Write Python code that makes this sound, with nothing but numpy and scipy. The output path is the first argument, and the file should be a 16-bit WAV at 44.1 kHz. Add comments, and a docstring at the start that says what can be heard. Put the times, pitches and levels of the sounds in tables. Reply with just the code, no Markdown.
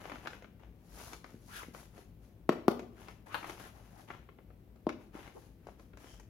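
"""Handling a hard carrying case

Two hands turn a fabric-covered case in a small room, which answers over a low rumble.
Skin rasps over the weave in short strokes, and the air pocket under a sliding hand rings.
The zipper pull and fingertips tick on the shell, a finger raps the hollow lid three times,
and at last the zipper slider starts to creep over its teeth."""
import sys
import numpy as np
from scipy import signal
from scipy.fft import rfft, irfft, next_fast_len
from scipy.io import wavfile
from scipy.ndimage import map_coordinates

SR = 44100
rng = np.random.default_rng(int(sys.argv[2]) if len(sys.argv) > 2 else 0)


def int16_out(signal):
    """Quantize to a 16-bit WAV file."""
    q = np.round(np.clip(np.atleast_2d(signal).T, -1, 1) * 32767)
    wavfile.write(sys.argv[1], SR, q.astype(np.int16))


N = 277389


def amp(db):
    """Decibels to gain."""
    return 10 ** (np.asarray(db) / 20)


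def unit_rms(x):
    """Scale to rms 1."""
    return x / np.sqrt(np.mean(x ** 2) + 1e-20)


def along(points, hz):
    """Interpolate (freq_hz, value) points on a log axis."""
    freq_hz, values = np.transpose(points)
    return np.interp(np.log(hz + 1), np.log(freq_hz + 1), values)


def wobble(knots_per_s):
    """Smooth random curve."""
    knots = rng.standard_normal(int(N * knots_per_s / SR) + 4)
    return map_coordinates(knots, [np.arange(N) * knots_per_s / SR])


def filtered(x, response):
    """Apply a complex frequency response."""
    n = x.shape[-1]
    size = next_fast_len(n + SR // 8)
    return irfft(rfft(x, size) * response(np.fft.rfftfreq(size, 1 / SR)), size)[..., :n]


def causal(spectrum_db):
    """Minimum-phase impulse response of a spectrum."""
    cepstrum = irfft(np.log(amp(spectrum_db)))
    half = len(cepstrum) // 2
    cepstrum[1:half] *= 2
    cepstrum[half + 1:] = 0
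    return irfft(np.exp(rfft(cepstrum)))


def modes(table, hz):
    """Complex response of summed resonances."""
    return sum(amp(db) * 1j * hz * width_hz / (mode_hz ** 2 - hz ** 2 + 1j * hz * width_hz)
               for mode_hz, width_hz, db in table)


def add(track, start_s, sound):
    """Mix a sound into a track."""
    part = track[..., max(round(start_s * SR), 0):][..., :sound.shape[-1]]
    part += sound[..., :part.shape[-1]]


def pan(x, left_db):
    """Tilt left by a frequency-dependent level difference."""
    return filtered(x, lambda hz: amp(np.array([[1], [-1]]) * along(left_db, hz) / 2))


# Left-right likeness: freq_hz, correlation
COHERENCE = [(100, 1), (350, 0.84), (1000, 0.24), (2500, 0.056), (6000, 0.069), (14000, .1)]
def spread(pair):
    """Two unrelated signals to stereo: alike in the bass, apart in the treble."""
    def mid_side_gains(hz):
        angle = np.arccos(np.clip(along(COHERENCE, hz), -1, 1)) / 2
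        return np.array([np.cos(angle), np.sin(angle)])
    mid, side = filtered(pair, mid_side_gains)
    return np.array([mid + side, mid - side])


def contact(force, impulse_response):
    """Stereo response to a pair of force signals."""
    return spread(signal.fftconvolve(force, impulse_response[None], axes=1))


def grainy_noise(spectrum, grain_db):
    """Stereo noise of tiny, uneven grains."""
    grains = rng.standard_normal((2, N)) * amp(grain_db * wobble(900))
    pair = spread(filtered(grains, lambda hz: amp(along(spectrum, hz))))
    return pair / np.std(pair.mean(0))


# Room at rest: freq_hz, density_db
RUMBLE_SPECTRUM = [(22, -37.5), (36, -18), (48, 3), (62, 1), (78, -13.5), (97, -0.5), (125, -7), (200, -8),
                   (500, -20), (1250, -34.5), (2400, -37.5), (4200, -44), (8300, -50), (12500, -42.5)]
def background(level_db=-57.5, left_db=((100, 5.8), (12000, 2.2))):
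    """Steady room noise with a low rumble."""
    return pan(amp(level_db) * grainy_noise(RUMBLE_SPECTRUM, grain_db=1.0), left_db)


# Room decay: freq_hz, t60_s
ROOM_DECAY = [(150, 0.75), (400, 0.51), (1200, 0.47), (4000, 0.43), (12000, 0.4)]
def room_tail(build_s=0.0017, wall_s=0.034, wall_db=6, wall_width_s=0.0053):
    """Reflections build quickly, swell as the far wall replies, and die band by band."""
    hz, t, bands = signal.stft(rng.standard_normal((2, SR // 2)), SR, nperseg=256)
    swell_db = wall_db * np.exp(-((t - wall_s) / wall_width_s) ** 2)
    decay_db = 60 * t / along(ROOM_DECAY, hz)[:, None]
    _, tail = signal.istft(bands * amp(swell_db - decay_db), SR, nperseg=256)
    build = 1 - np.exp(-np.arange(tail.shape[1]) / SR / build_s)
    tail = spread(tail * build)
    return tail / np.linalg.norm(tail[0])


def room(x):
    """Small-room reverberation, with a fresh random tail every 0.2 s to keep it smooth."""
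    wet, step = np.zeros((2, N)), SR // 5
    for n in range(0, N, step):
        mono = x[:, n:n + step].mean(0)
        add(wet, n / SR, signal.fftconvolve(mono[None], room_tail(), axes=1))
    # freq_hz, gain_db
    wet_gain = [(200, -12.5), (430, -9.5), (600, -9.5), (900, -11), (1400, -9), (3000, -2), (10000, -3)]
    return filtered(wet, lambda hz: amp(along(wet_gain, hz)))


# Slider travel: time_s, teeth_per_s, level_db
SLIDER_TRAVEL = [(5.99, 130, -95), (6.03, 230, -73), (6.07, 280, -66.5), (6.11, 500, -64),
                 (6.16, 140, -69.5), (6.21, 39, -81.5)]
# Tooth resonances: freq_hz, width_hz, gain_db
TOOTH_MODES = [(3110, 230, 3), (5500, 1300, -3.5)]
def zipper(rate_jitter_db=5.8, tooth_decay_db=25):
    """The slider creeps; each tooth it parts gives a tiny scratch."""
    t = np.arange(N) / SR
    time_s, teeth_per_s, level_db = np.transpose(SLIDER_TRAVEL)
    rate_hz = np.interp(t, time_s, teeth_per_s) * amp(rate_jitter_db * wobble(50))
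    tooth_phase = np.cumsum(rate_hz) / SR % 1
    scratches = amp(-tooth_decay_db * tooth_phase) * rng.standard_normal((2, N))
    ring = unit_rms(spread(filtered(scratches, lambda hz: modes(TOOTH_MODES, hz))))
    moving = (t > time_s[0]) & (t < time_s[-1])
    return moving * amp(np.interp(t, time_s, level_db)) * ring


def air_mode(phase_rad, width_hz):
    """Stereo noise in one resonance that follows a running phase."""
    noise = rng.standard_normal((4, SR // 2))
    band = filtered(noise, lambda hz: 1 / (1 + 1j * hz / width_hz) ** 2)[:, :len(phase_rad)]
    return unit_rms(((band[:2] + 1j * band[2:]) * np.exp(1j * phase_rad)).real)


# Hand passes: narrowest_s, approach_s, top_hz, level_db
HAND_PASSES = [(1.562, 0.093, 1623, -48.5), (3.27, 0.015, 914, -57), (3.33, 0.064, 1270, -50),
               (3.645, 0.081, 1707, -58.5), (3.77, 0.065, 792, -63.5), (3.98, 0.099, 834, -62),
               (5.168, .04, 822, -56.5), (5.245, 0.041, 1880, -64), (5.37, .03, 472, -50.5)]
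def air_pockets(gap_octaves=1.25, gap_db=11.5, leave_ratio=0.92, speed_up_db=5.5,
                width_ratio=0.13, upper_ratio=1.8, upper_db=-5, upper_widening=4.7):
    """Air under an accelerating hand rings in two broad modes that rise and grow as the gap closes."""
    out, t = np.zeros((2, N)), np.arange(N) / SR
    for narrowest_s, approach_s, top_hz, level_db in HAND_PASSES:
        travel = (t - narrowest_s) / approach_s
        gap = np.maximum(-travel, travel / leave_ratio)
        near = gap < 1
        pitch_hz = top_hz * 2 ** (-gap_octaves * gap[near] ** 2)
        phase_rad = 2 * np.pi * np.cumsum(pitch_hz) / SR
        width_hz = width_ratio * top_hz
        lower = air_mode(phase_rad, width_hz)
        upper = amp(upper_db) * air_mode(upper_ratio * phase_rad, upper_widening * width_hz)
        gain = amp(level_db - gap_db * gap[near] + speed_up_db * travel[near])
        out[:, near] += gain * signal.windows.tukey(len(gain), 0.2) * (lower + upper)
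    return out


def snags(spectrum, rate_per_s=50, scatter_db=4):
    """Threads snag the skin and let go at random, each with a tiny snap."""
    released = rng.random(N) < rate_per_s / SR
    snaps = released * amp(scatter_db * rng.uniform(-0.86, 1, N)) * rng.choice([-1, 1], N)
    colour = causal(along(spectrum, np.fft.rfftfreq(1024, 1 / SR)))
    return unit_rms(signal.fftconvolve(snaps, colour)[:N])


# Skin on the weave: start_s, attack_s, hold_s, rasp_db, hiss_db
SKIN_STROKES = [(0, 0.0027, 0.19, -54, -68), (0.168, 0.067, 0.12, -60, -71),
                (0.586, .012, 0.036, -65.5, -102), (0.829, 0.16, 0.14, -56.5, -58.5),
                (1.22, 0.043, 0.089, -68.5, -74.5), (1.405, 0.16, 0.016, -58, -54.5),
                (1.727, 0.014, 0.071, -61, -63.5), (1.87, .1, 0.035, -65, -70.5),
                (2.188, 0.038, 0.04, -77.5, -77.5), (2.917, 0.081, .115, -59.5, -70.5),
                (3.254, 0.0094, .07, -65, -70.5), (3.312, 0.017, 0.075, -54, -64.5),
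                (3.387, .1, 0.024, -51.5, -59.5), (3.522, 0.078, 0.054, -56.5, -63),
                (3.708, 0.041, 0.2, -67.5, -73), (3.89, 0.1, 0.025, -67, -69.5),
                (4.067, 0.019, 0.063, -58, -76), (4.97, 0.044, 0.01, -68, -77),
                (5.125, 0.02, 0.13, -56, -69), (5.296, 0.049, 0.12, -71, -73),
                (5.582, 0.089, 0.036, -69, -78.5), (5.768, 0.027, 0.03, -73.5, -77),
                (5.966, 0.039, 0.14, -64, -70.5)]
# Weave rasp: freq_hz, density_db
RASP_SPECTRUM = [(120, -1.5), (300, 3), (480, 0.5), (800, 1), (1400, -2), (2200, -6), (3100, -10),
                 (4500, -22.5), (6500, -21), (9000, -42)]
# Fine hiss: freq_hz, density_db
HISS_SPECTRUM = [(2000, -18), (4000, -5), (5000, -4), (6500, -2.5), (8200, -11), (9500, -6.5),
                 (11200, -1.5), (13000, -10.5), (15500, -13.5)]
def strokes(onset_db=23.5, sag_db_per_s=23, release_db_per_s=178, snag_db=-6, hiss_trim_db=-0.5):
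    """Skin catches on the threads: rasp and hiss swell, ease and run out with each stroke."""
    power, t = np.zeros((2, N)), np.arange(N) / SR
    for start_s, attack_s, hold_s, *levels_db in SKIN_STROKES:
        past_peak_s = t - start_s - attack_s
        swell_db = onset_db * np.minimum(past_peak_s / attack_s, 0)
        sag_db = sag_db_per_s * np.maximum(past_peak_s, 0)
        release_db = release_db_per_s * np.maximum(past_peak_s - hold_s, 0)
        power += (amp(levels_db)[:, None] * amp(swell_db - sag_db - release_db)) ** 2
    rasp_gain, hiss_gain = np.sqrt(power)
    grip_db = 1.2 * wobble(70)  # stick-slip
    rasp = grainy_noise(RASP_SPECTRUM, grain_db=3.5) + amp(snag_db) * snags(RASP_SPECTRUM)
    hiss = grainy_noise(HISS_SPECTRUM, grain_db=3.0)
    return rasp_gain * amp(grip_db) * rasp + hiss_gain * amp(hiss_trim_db + grip_db / 2) * hiss


# Zipper pull and fingertips on the case: time_s, level_db, brightness_db
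TICK_HITS = [(.0545, -33, -15), (0.097, -32, -16), (.118, -31.5, -21), (.157, -35.5, -16),
             (0.258, -33.5, -32), (0.272, -25.5, -11.5), (.332, -33, -18), (0.423, -40, -10.5),
             (.444, -37.5, -22), (.999, -40.5, -7), (1.132, -33.5, -1.5), (1.243, -37.5, -16),
             (1.632, -34.5, -18), (1.747, -37.5, -24), (1.979, -43, -10), (2.7936, -34, -7.5),
             (3.084, -37.5, -13.5), (3.428, -35, -30), (3.443, -28, -29.5), (3.496, -31, -10),
             (4.103, -28.5, -57), (4.289, -42, -37), (4.386, -47, -48.5), (4.503, -49, -39),
             (4.759, -55, -3), (4.891, -27, -15), (5.277, -41, -13), (5.67, -44.5, -6), (5.796, -47.5, -6),
             (5.934, -50, -28), (5.972, -41, -2), (6.043, -43.5, -6), (6.198, -47.5, 3.5)]
# One tick: freq_hz, density_db
TICK_SPECTRUM = [(120, -31), (300, 3), (650, -0.5), (950, -4.5), (1350, -0.5), (1750, -8.5), (2200, -5.5),
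                 (3200, -16.5), (4500, -19), (6500, -17), (8300, -29.5), (11000, -27.5), (15500, -40)]
def ticks(scuff_db=-19, scuff_t60_s=0.038, lead_t60_s=0.0094, rebound_s=(0.007, 0.018), rebound_db=-10.5,
          light_touch_db=-43, light_knock_db=1.5, knock_loss_db_per_db=0.7,
          treble_db=6, trim_db=-4, delay_s=0.001173):
    """Each tick scuffs, snaps and rebounds; the harder it lands, the less of it is knock."""
    lead_samples = 256
    out, t = np.zeros((2, N)), (np.arange(2048) - lead_samples) / SR
    hz = np.fft.rfftfreq(len(t), 1 / SR)
    low_shelf = 1 / (1 + (hz / 600) ** 4)
    high_shelf = 1 / (1 + (4800 / (hz + 1)) ** 6)
    scuff = amp(scuff_db - 60 * np.maximum(t / scuff_t60_s, -t / lead_t60_s))
    for time_s, level_db, brightness_db in TICK_HITS:
        force = scuff * rng.standard_normal((2, len(t)))
        force[0, lead_samples] += 1  # snap
        add(force, rng.uniform(*rebound_s), amp(rebound_db) * force)
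        knock_db = light_knock_db - knock_loss_db_per_db * (level_db - light_touch_db)
        shelves_db = low_shelf * knock_db + high_shelf * (brightness_db + treble_db)
        tick = contact(force, causal(along(TICK_SPECTRUM, hz) + shelves_db))
        midband = filtered(tick.mean(0), lambda f: (f > 600) & (f < 4000))
        add(out, time_s + t[0] + delay_s, amp(level_db + trim_db) * tick / np.abs(midband).max())
    return out


# Zipper pull on the shell: freq_hz, density_db
PULL_SPECTRUM = [(200, -13), (700, -2), (1050, 9), (1400, 8), (1800, 2), (2400, -3.5), (3000, -4),
                 (4400, -8), (5100, -25), (8000, -27), (11500, -19), (15500, -29)]
def pull_clatter(start_s=3.344, level_db=-20, count=6, spacing_s=0.0058, loss_db=4.5,
                 scrape_db=-19, scrape_t60_s=0.027):
    """The swinging pull slaps the shell, then chatters ever more weakly, scraping between hits."""
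    out, t = np.zeros((2, N)), np.arange(2048) / SR
    colour = causal(along(PULL_SPECTRUM, np.fft.rfftfreq(len(t), 1 / SR)))
    for k in range(count):
        force = amp(scrape_db - 60 * t / scrape_t60_s) * rng.standard_normal((2, len(t)))
        force[0, 0] += 1
        hit = contact(force, colour)
        delay_s = spacing_s * (k + rng.uniform(0, 0.2))
        add(out, start_s + delay_s, amp(level_db - loss_db * k) * hit / np.abs(hit).max())
    return out


# Hollow shell, damped by the hands: freq_hz, width_hz, gain_db
SHELL_MODES = [(242, 150, 1.5), (356, 67, 3), (672, 26, -6.5), (1025, 100, -16.5), (1164, 46, -11),
               (1407, 53, -13.5)]
def shell_knock(pitch_ratio, bass_cut_hz, contact_cut_hz):
    """One blow: little bass near the stiff rim, few upper modes under a soft finger."""
    ring = filtered(signal.unit_impulse(SR // 8), lambda hz: modes(SHELL_MODES, hz / pitch_ratio))
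    ring = signal.sosfilt(signal.butter(3, bass_cut_hz, "high", fs=SR, output="sos"), ring)
    ring = signal.sosfilt(signal.butter(7, contact_cut_hz, fs=SR, output="sos"), ring)
    return -ring / np.abs(ring).max()


# Finger pads landing: start_s, level_db, pitch_ratio
PAD_BUMPS = [(.055, -37.5, 2), (0.122, -44.5, 0.79), (.14, -39.5, 0.71), (1.342, -39.5, 0.65),
             (1.683, -39, 0.68), (1.99, -44.5, 1.1), (2.793, -35, 1.3), (5.151, -35.5, 0.85),
             (5.669, -37.5, 1.63), (5.687, -39.5, 1.89)]
def finger_pads():
    """Soft pads take hold of the case with dull bumps."""
    out = np.zeros(N)
    for start_s, level_db, pitch_ratio in PAD_BUMPS:
        bump = shell_knock(pitch_ratio, bass_cut_hz=150 * pitch_ratio, contact_cut_hz=800 * pitch_ratio)
        add(out, start_s, amp(level_db) * bump)
    return out


# Raps on the lid: start_s, level_db, pitch_ratio, bass_cut_hz, contact_cut_hz, rattle_db, brightness_db
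LID_RAPS = [(2.4923, -12, 0.91, 170, 1500, -0.5, -2), (2.6815, -9.5, 0.99, 161, 1380, -3.5, 5.5),
            (4.868, -17.5, 0.9, 198, 1050, -13, -5)]
# Zipper rattling on the struck shell: freq_hz, density_db
RATTLE_SPECTRUM = [(60, -16), (220, 10), (430, 28), (800, 0), (1800, 8.5), (2800, 5), (4600, 0),
                   (8000, -15), (12000, -10.5), (15500, -15.5)]
# Lingering low resonances: freq_hz, gain_db, t60_s
RING_MODES = [(241, -25.5, 0.35), (352, -28, 0.26), (394, -42.5, .3), (435, -32, 0.18), (494, -40.5, 0.5),
              (687, -42.5, 0.48)]
def raps(bounce_s=0.0041, bounce_db=-5, buzz_db=-17, buzz_t60_s=0.019, ring_rise_s=0.004):
    """A finger raps the lid: hollow knock, snap and rattle of the zipper, lingering low ring."""
    out, t = np.zeros((2, N)), np.arange(SR // 2) / SR
    hz = np.fft.rfftfreq(1024, 1 / SR)
    high_shelf = 1 / (1 + (9000 / (hz + 1)) ** 6)
    buzz = amp(buzz_db - 60 * t / buzz_t60_s)
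    for start_s, level_db, pitch_ratio, bass_cut_hz, contact_cut_hz, rattle_db, brightness_db in LID_RAPS:
        add(out, start_s, amp(level_db) * shell_knock(pitch_ratio, bass_cut_hz, contact_cut_hz))
        force, bounce = buzz * rng.standard_normal((2, 2, len(t)))
        force[0, 0] += 1  # snap
        add(force, bounce_s, amp(bounce_db) * bounce)  # the zipper lands once more
        colour = causal(along(RATTLE_SPECTRUM, hz) + high_shelf * brightness_db)
        add(out, start_s, amp(level_db + rattle_db) * contact(force, colour))
        ring = sum(amp(gain_db - 60 * t / t60_s) * np.sin(2 * np.pi * (freq_hz * t + rng.random()))
                   for freq_hz, gain_db, t60_s in RING_MODES)
        add(out, start_s, amp(level_db) * ring * (1 - np.exp(-t / ring_rise_s)))
    return out


# The case lies to the left: freq_hz, left_minus_right_db
CASE_PAN = [(250, 3.5), (420, 1), (700, 10), (1300, 4.5), (4000, 7), (8000, 1), (12000, 5)]
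def scene():
    """The handled case and its reflections over the background."""
    case = raps() + finger_pads() + ticks() + pull_clatter() + strokes() + air_pockets() + zipper()
    return pan(case + room(case), CASE_PAN) + background()


def record(dry, top_hz=15850):
    """Brick-wall low-pass."""
    return filtered(dry, lambda hz: hz < top_hz)


dry = scene()
out = record(dry)
int16_out(out)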